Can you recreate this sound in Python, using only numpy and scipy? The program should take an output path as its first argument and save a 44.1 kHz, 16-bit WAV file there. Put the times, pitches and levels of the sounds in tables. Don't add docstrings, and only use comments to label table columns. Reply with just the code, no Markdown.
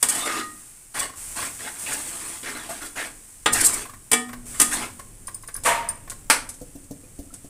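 import sys
import numpy as np
from scipy import signal
from scipy.fft import rfft, irfft, next_fast_len
from scipy.io import wavfile
from scipy.ndimage import map_coordinates

SR = 44100
rng = np.random.default_rng(int(sys.argv[2]) if len(sys.argv) > 2 else 0)


def pcm_store(signal):
    levels = np.round(np.clip(np.atleast_2d(signal), -1, 1) * 32767)
    wavfile.write(sys.argv[1], SR, levels.astype(np.int16).T)


N = 330303
T = np.arange(N) / SR

# start_s, clash_db, thud_db, ring_db, bowl_tone_db
PAN_BLOWS = [(0.027, -6.5, -19, -34.5, -38), (.086, -15, -42, -34, -39), (3.459, -20.5, -10.5, -23, -25),
             (4.115, -11, -18, -32, -55), (4.131, -11, -22.5, -20, -30.5), (4.599, -6, -18.5, -26.5, -26),
             (4.614, -6.5, -25, -27, -50)]
# start_s, ping_db, knock_db
RIM_TAPS = [(5.2706, -23, -29.5), (5.3445, -23.5, -47), (5.425, -34.5, -37.5), (5.475, -27.5, -29.5),
            (5.5417, -23, -34), (5.5633, -22.5, -37.5), (5.888, -15.5, -31)]
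# pitch_hz, level_db, t60_s
PAN_MODES = [(243, -16, 1), (298, -8, .2), (464, -4, .17), (748, -9, .35), (1768, -12, .35),
             (1873, -2, .42), (2030, -9, .13), (2305, -5, .22), (2680, -7, .12), (3010, -4.5, .18),
             (3382, -3.5, .14), (4900, -6, .12), (6050, -5, .1), (7258, -1, .13), (8232, -6, .12),
             (8515, -7, .12), (9120, -6, .12)]
# pitch_hz, level_db, t60_s
BOWL_MODE = (1233, 0, 0.38)
# frequency_hz, level_db
EDGE_COLOUR = [(1000, -45.5), (3000, -37.5), (4500, -14.5), (6000, -12), (7300, -6), (8300, 1),
               (9500, -2.5), (11000, -8.5), (12500, -15.5), (15500, -20.5)]


def amp(db):
    return 10 ** (np.asarray(db) / 20)


def unit(x):
    return x / np.sqrt(np.mean(x ** 2) + 1e-20)


def along(points, hz):
    f, v = np.transpose(points)
    return np.interp(np.log(hz + 1), np.log(f + 1), v)


def wobble(rate):
    knots = rng.standard_normal(int(N * rate / SR) + 4)
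    return map_coordinates(knots, [T * rate], order=2)


def filtered(x, gain):
    m = next_fast_len(N + SR // 2)
    hz = np.fft.rfftfreq(m, 1 / SR)
    return irfft(rfft(x, m) * gain(hz), m)[:N]


def noise(spectrum):
    white = rng.standard_normal(N)
    return unit(filtered(white, lambda hz: amp(along(spectrum, hz))))


def grains(spectrum, rate, spread_db, smooth_db):
    when, size, sign = rng.random((int(rate * N / SR), 3)).T
    sizes = amp(spread_db * np.minimum(-np.log(1 - size), 4)) * np.sign(sign - .5)
    clicks = np.bincount((when * N).astype(int), sizes, N)
    both = unit(clicks) + amp(smooth_db) * rng.standard_normal(N)
    return unit(filtered(both, lambda hz: amp(along(spectrum, hz))))


def fade(t, t60):
    return np.exp(-np.log(1000) * t / max(t60, 1e-3))


def swell_in(t, rise):
    return 1 - np.exp(-t / max(rise, 1e-4))


def add(track, s, sound):
    part = track[max(round(s * SR), 0):][:len(sound)]
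    part += sound[:len(part)]


def bursts(rows, rise, t60):
    env, t = np.zeros(N), T[:SR]
    for s, db in rows:
        add(env, s, amp(db) * swell_in(t, rise) * fade(t, t60))
    return env


def ring(modes, scatter_db):
    t = T[:SR * 2 // 3]
    out = np.zeros(len(t))
    for hz, db, t60 in modes:
        strength = amp(db + scatter_db * rng.normal()) * rng.choice([-1, 1])
        out += strength * fade(t, t60) * np.sin(2 * np.pi * hz * t)
    return out


def resonate(x, modes):
    body = ring(modes, scatter_db=7.5)
    return signal.fftconvolve(x, body / np.linalg.norm(body))[:N]


def shifting(x):
    depth_db, width_hz, life_s = 3.0, 264.6, .04
    hz, t, z = signal.stft(x, SR, nperseg=512)
    knots = rng.standard_normal((400, 800))
    grid = np.meshgrid(hz / width_hz, t / life_s, indexing="ij")
    field = map_coordinates(knots, grid, order=2, mode="mirror")
    return unit(signal.istft(z * amp(depth_db * field), SR, nperseg=512)[1][:N])


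def room_tone():
    # start_s, level_db, t60_s
    swells = [(.95, -50, 1.7), (2.2, -59, 12), (3.5, -33, 1.15), (4.3, -44.5, 10), (5.549, -50.5, 8.4),
              (6.07, -55, 0.71), (7.0, -56, 3.2)]
    # frequency_hz, level_db
    rumble_colour = [(15, -4.5), (27, 3.5), (38, -2.5), (52, -18.5), (72, -10), (110, -7), (170, -17),
                     (290, -18), (450, -23.5), (1000, -34.5), (3000, -41), (15000, -80)]
    level = amp(-58)
    for s, db, t60 in swells:
        age = np.maximum(T - s, 0)
        level = level + amp(db) * swell_in(age, 0.013) * fade(age, t60)
    return level * noise(rumble_colour)


def kitchen(x):
    # frequency_hz, t60_s
    room_decay = [(150, 1), (400, 0.37), (1000, 0.38), (3000, 0.3), (8000, 0.31), (15000, 0.21)]
    hz, t, z = signal.stft(rng.standard_normal(SR // 2), SR, nperseg=256)
    decay = np.exp(-np.log(1000) * t / along(room_decay, hz)[:, None])
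    tail = signal.istft(z * decay, SR, nperseg=256)[1]
    tail = np.concatenate([np.zeros(SR // 250), tail])
    return signal.fftconvolve(x, tail / np.linalg.norm(tail))[:N]


def drips():
    # start_s, level_db, starting pitch_hz
    drops = [(6.76, -54, 2710), (7.04, -50, 2430), (7.304, -43.5, 1320)]
    out, t = np.zeros(N), T[:SR // 4]
    for s, db, hz in drops:
        tone = np.sin(2 * np.pi * hz * t * (1 + .5 * t))
        add(out, s, amp(db) * swell_in(t, 0.0025) * fade(t, 0.049) * tone)
    return out


def glugs():
    # start_s, big_bubble_db, small_bubble_db
    gulps = [(6.613, -32, -27), (6.753, -30, -39), (6.908, -25, -37), (7.034, -50, -41),
             (7.189, -25.5, -43), (7.328, -38.5, -51), (7.443, -32.5, -53)]
    # starting pitch_hz, t60_s
    bubbles = [(270, .085), (486, 0.055)]
    # frequency_hz, level_db
    slosh_colour = [(80, 3), (170, -2), (280, -6), (650, -7.5), (1000, -30), (2000, -46), (6000, -22.5),
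                    (15000, -27)]
    slosh_rows = [(s, max(levels)) for s, *levels in gulps]
    out = amp(-5.5) * bursts(slosh_rows, rise=0.0018, t60=0.088) * noise(slosh_colour)
    t = T[:SR // 2]
    for s, *levels in gulps:
        for db, (hz, t60) in zip(levels, bubbles):
            tone = np.sin(2 * np.pi * hz * t * (1 + 1.5 * t))
            add(out, s, amp(db) * swell_in(t, 0.0033) * fade(t, t60) * tone)
    return out


def bottle():
    # start_s, level_db
    creases = [(4.992, -41.5), (5.636, -27), (6.098, -27.5), (6.49, -29.5), (6.54, -40.5), (6.84, -48),
               (7.339, -35.5)]
    # start_s, hollow_db, crackle_db, rise_s, hollow t60_s
    buckles = [(5.647, -16, -20.5, 0.013, 0.49)]
    # start_s, level_db, t60_s
    spring_back = (6.2995, -8.5, .16)
    # pitch_hz, level_db, t60_s
    bottle_modes = [(500, -9, 0.77), (561, -5, 0.26), (684, 3, 0.1), (930, 7, 0.12), (1058, -16, 0.23),
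                    (1108, -5.5, 0.16), (1203, -19, 0.1), (1850, -6, 0.043), (2700, -6.5, 0.04)]
    # frequency_hz, level_db
    hollow_colour = [(50, -32), (160, -12), (430, -13), (510, 0), (690, -5), (820, -3), (980, -3),
                     (1170, 5.5), (1350, -4.5), (1850, 0.5), (2500, -4.5), (3200, -8.5), (3800, -14.5),
                     (9000, -27)]
    crackle_colour = [(800, -13), (3000, -16.5), (5000, -11.5), (6800, -4.5), (8500, 2), (10500, -4),
                      (12500, -13.5), (15500, -34)]
    pop_colour = [(100, -51), (240, -13.5), (350, -14), (750, -6.5), (1500, -3.5), (2100, -4), (2700, -6),
                  (3500, -14.5), (5000, -9.5), (7000, -15.5), (8400, -7), (10500, -10.5), (12500, -23),
                  (15500, -30)]

    snaps = grains(hollow_colour, rate=570, spread_db=2.5, smooth_db=10.5)
    body = unit(resonate(rng.standard_normal(N), bottle_modes))
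    hollow = unit(snaps + body)
    crackle = grains(crackle_colour, rate=800, spread_db=2.5, smooth_db=6)
    out = amp(1.5) * bursts(creases, rise=0.00063, t60=0.078) * crackle
    for s, hollow_db, crackle_db, rise, t60 in buckles:
        boom = bursts([(s, hollow_db)], rise, t60) * hollow
        rustle = bursts([(s, crackle_db)], rise, 0.68 * t60) * crackle
        out += amp(2.5) * (boom + rustle)
    s, db, t60 = spring_back
    return out + bursts([(s, db)], rise=0.00018, t60=t60) * noise(pop_colour)


def knocks():
    # start_s, first_knock_db, rocking_s, change_per_knock_db
    rockings = [(.972, -24.5, .18, -3.5), (1.383, -23, .06, 0.5), (3.853, -32, .1, -2),
                (4.289, -32, .06, 5.5), (4.542, -37.5, .02, 0), (4.994, -33.5, .02, 0),
                (6.075, -36, .06, 5)]
    # frequency_hz, level_db
    stand_colour = [(100, -14), (300, -23), (700, -12.5), (950, -21.5), (1090, 5), (1280, -19),
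                    (1500, -9.5), (2000, -12.5), (2800, -23.5), (8000, -24.5)]
    period_s, nudge_lag_s = .041, .009
    hits = []
    for s, db, length, step_db in rockings:
        for k in range(int(length / period_s) + 1):
            hits.append((s + k * period_s, db + k * step_db))
    hits += [(s + nudge_lag_s, db) for s, _, db in RIM_TAPS]
    return amp(3.0) * bursts(hits, rise=0.0037, t60=0.053) * noise(stand_colour)


def ticks():
    # pitch_hz, level_db, t60_s
    spatula_modes = [(5060, -9.5, 0.052), (6300, -16, .08), (8000, 1, 0.029), (8990, 3.5, 0.066),
                     (9000, -7, 0.062), (9720, 7, 0.049), (11220, -8, 0.066), (12600, -10, .055),
                     (13900, -16, 0.037), (15000, -18.5, .04)]
    taps, t = [row[:2] for row in RIM_TAPS], T[:SR * 2 // 3]
    out = amp(-8) * bursts(taps, rise=0.0018, t60=0.036) * noise(EDGE_COLOUR)
    for s, db in taps:
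        ping = ring(spatula_modes, scatter_db=4.5) * swell_in(t, 0.0014) * fade(t, t60=0.14)
        add(out, s, amp(db + 1) * ping / np.abs(ping).max())
    return out


def sizzle():
    # start_s, level_db, t60_s
    flares = [(0, -38, 3.9), (1.155, -36, 8.9), (1.78, -33.5, 2.9), (4.45, -38, 2.1)]
    # frequency_hz, level_db
    frying_colour = [(150, -11.5), (400, -21), (1200, -16), (2500, -17), (4000, -21.5), (6000, -15),
                     (7300, -8.5), (8400, -2.5), (9500, -5.5), (11000, -10), (12500, -18), (15500, -18.5)]
    power = amp(-51.5) ** 2
    for s, db, t60 in flares:
        age = np.maximum(T - s, 0)
        power = power + (amp(db) * swell_in(age, 0.011) * fade(age, t60)) ** 2
    flutter = amp(0.48 * wobble(10))
    return np.sqrt(power) * flutter * grains(frying_colour, rate=990, spread_db=3.0, smooth_db=3.5)


def squeals():
    # start_s, length_s, pitch_hz, width_hz, level_db
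    squeal_rows = [(0.102, 0.12, 3006, 15, -40.5), (0.207, 0.039, 3620, 62, -33.5),
                   (0.231, .198, 1232, 17, -33.5), (.28, 0.17, 1888, 16, -41),
                   (1.861, 0.018, 2506, 440, -31.5), (2.458, 0.038, 1816, 400, -32.5),
                   (2.69, 0.02, 697, 130, -33.5), (2.808, .029, 1434, 190, -39.5),
                   (2.973, 0.056, 1774, 450, -30.5)]
    out, t = np.zeros(N), T[:SR]
    for start, length, hz, width_hz, db in squeal_rows:
        free = np.maximum(t - length, 0)
        t60 = 0.057 + 5.5 / width_hz
        steps = (free == 0) * rng.standard_normal(SR)
        drift = np.cumsum(steps) * np.sqrt(2 * np.pi * abs(width_hz) / SR)
        tone = np.sin(2 * np.pi * hz * t + drift)
        add(out, start, amp(db + 1) * swell_in(t, 0.0013) * fade(free, t60) * tone)
    return out


def strokes(axis):
    # start_s, length_s, food_push_db, steel_edge_db, easing_db_per_s
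    stroke_rows = [(.04, 0.037, -39, -51, 10), (0.096, .14, -30.5, -31, 19), (0.251, 0.15, -28.5, -39.5, 0),
                   (0.94, 0.094, -31.5, -37, -11), (1.355, 0.11, -32, -35, 15),
                   (1.587, 0.1, -38.5, -45, -25), (1.747, 0.085, -47, -59, -20),
                   (1.873, 0.076, -31, -36, -7), (1.971, 0.4, -40.5, -41, 1.5),
                   (2.425, 0.24, -34.5, -42.5, 27), (2.688, 0.11, -33.5, -35.5, 102),
                   (2.813, 0.054, -38.5, -40, 50), (2.952, .11, -32.5, -39, 29.5),
                   (3.533, 0.3, -23.5, -26.5, 52.5), (4.501, 0.22, -49.5, -46.5, -41),
                   (4.71, 0.14, -29, -35.5, 40)]
    attack_s, release_t60_s = 0.0089, 0.16
    env, t = np.zeros(N), T[:SR]
    for row in stroke_rows:
        start, length, easing = row[0], row[1], row[-1]
        held = amp(row[axis] - easing * np.minimum(t, length))
        lifted = fade(np.maximum(t - length, 0), release_t60_s)
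        add(env, start, held * swell_in(t, attack_s) * lifted)
    return env


def clangs():
    pressing = np.minimum(strokes(axis=2) / amp(-38.5), 1)
    pressed = np.cumsum(pressing) / SR
    out = np.zeros(N)
    for s, _, _, ring_db, bowl_db in PAN_BLOWS:
        pan = amp(ring_db) * ring(PAN_MODES, scatter_db=2.5)
        free = pan + amp(bowl_db) * ring([BOWL_MODE], scatter_db=2.5)
        since = pressed[round(s * SR):][:len(free)]
        add(out, s, free * fade(since - since[0], t60=0.81))
    return out


def blows():
    # frequency_hz, level_db
    thud_colour = [(60, -27), (150, -5.5), (280, 0.5), (500, -4.5), (800, 1), (1250, 1.5), (1900, -0.5),
                   (2600, -3), (3400, -1.5), (4500, -10.5), (9000, -29)]
    rows = np.array(PAN_BLOWS)
    clash = bursts(rows[:, [0, 1]], rise=0.00091, t60=0.057) * noise(EDGE_COLOUR)
    thud = bursts(rows[:, [0, 2]], rise=0.0028, t60=0.087) * noise(thud_colour)
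    return clash + thud


def squelches(rate, centre_hz, octaves, cycles, spread_db):
    draw = rng.random((int(rate * N / SR), 3))
    chance = rng.standard_normal(len(draw))
    t = T[:SR // 80]
    hz = np.clip(centre_hz * 2 ** (octaves * chance), 220, 5000)[:, None]
    size = amp(spread_db * np.minimum(-np.log(1 - draw[:, 1]), 3))[:, None] * np.sqrt(hz)
    decay = np.exp(-np.maximum(hz / cycles, 200) * t)
    pops = size * decay * np.sin(2 * np.pi * hz * t * (1 + 8 * draw[:, 2:] * t))
    at = (draw[:, :1] * N).astype(int) + np.arange(len(t))
    return unit(np.bincount(at.ravel(), pops.ravel(), N)[:N])


def scraping():
    # middle_s, level_db
    skids = [(.1, -17.5), (1, -20.5), (1.935, -26), (2.7, -38.5), (3.538, -13), (3.614, -17.5),
             (3.651, -12.5), (3.668, -12), (3.743, -24), (4.735, -25)]
    # frequency_hz, level_db
    push_colour = [(60, -12.5), (150, -10.5), (300, 6), (450, -5.5), (700, -4), (1200, -3.5), (1900, -1.5),
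                   (2700, -4), (4000, -7.5), (7000, -10.5), (15000, -42)]
    grip = wobble(70)
    wet = squelches(rate=700, centre_hz=1250, octaves=.85, cycles=7, spread_db=2)
    sing = unit(resonate(rng.standard_normal(N), PAN_MODES + [BOWL_MODE]))
    rub = grains(push_colour, rate=500, spread_db=1.5, smooth_db=-1.5)
    mush = shifting(amp(1.5) * rub + wet + amp(-9.5) * sing)
    lumps_db = -0.3 * wobble(28.25)
    push = strokes(axis=2) * amp(-1.83 + 0.97 * grip + lumps_db) * mush

    chatter, t = np.zeros(N), T[:SR // 5] - .1
    for s, db in skids:
        add(chatter, s + t[0], amp(db) * np.exp(-.5 * (t / 0.006) ** 2))
    pressure = np.hypot(strokes(axis=3) * amp(2.5 + 2.1 * grip), chatter)
    return push + pressure * shifting(grains(EDGE_COLOUR, rate=1800, spread_db=0.0, smooth_db=2.5))


def scene():
    spread = sizzle() + scraping() + blows() + bottle()
    close = clangs() + squeals() + ticks() + knocks() + glugs() + drips()
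    direct = amp(0.5) * (spread + close)
    reflected = amp(-7) * kitchen(spread + amp(-2) * close)
    return (direct + reflected + room_tone())[None]


def record(dry):
    top_hz = 15550
    rounded = dry[0] / (1 + np.abs(dry[0]) ** 6) ** (1 / 6)
    return filtered(rounded, lambda hz: hz < top_hz)[None]


dry = scene()
out = record(dry)
pcm_store(out)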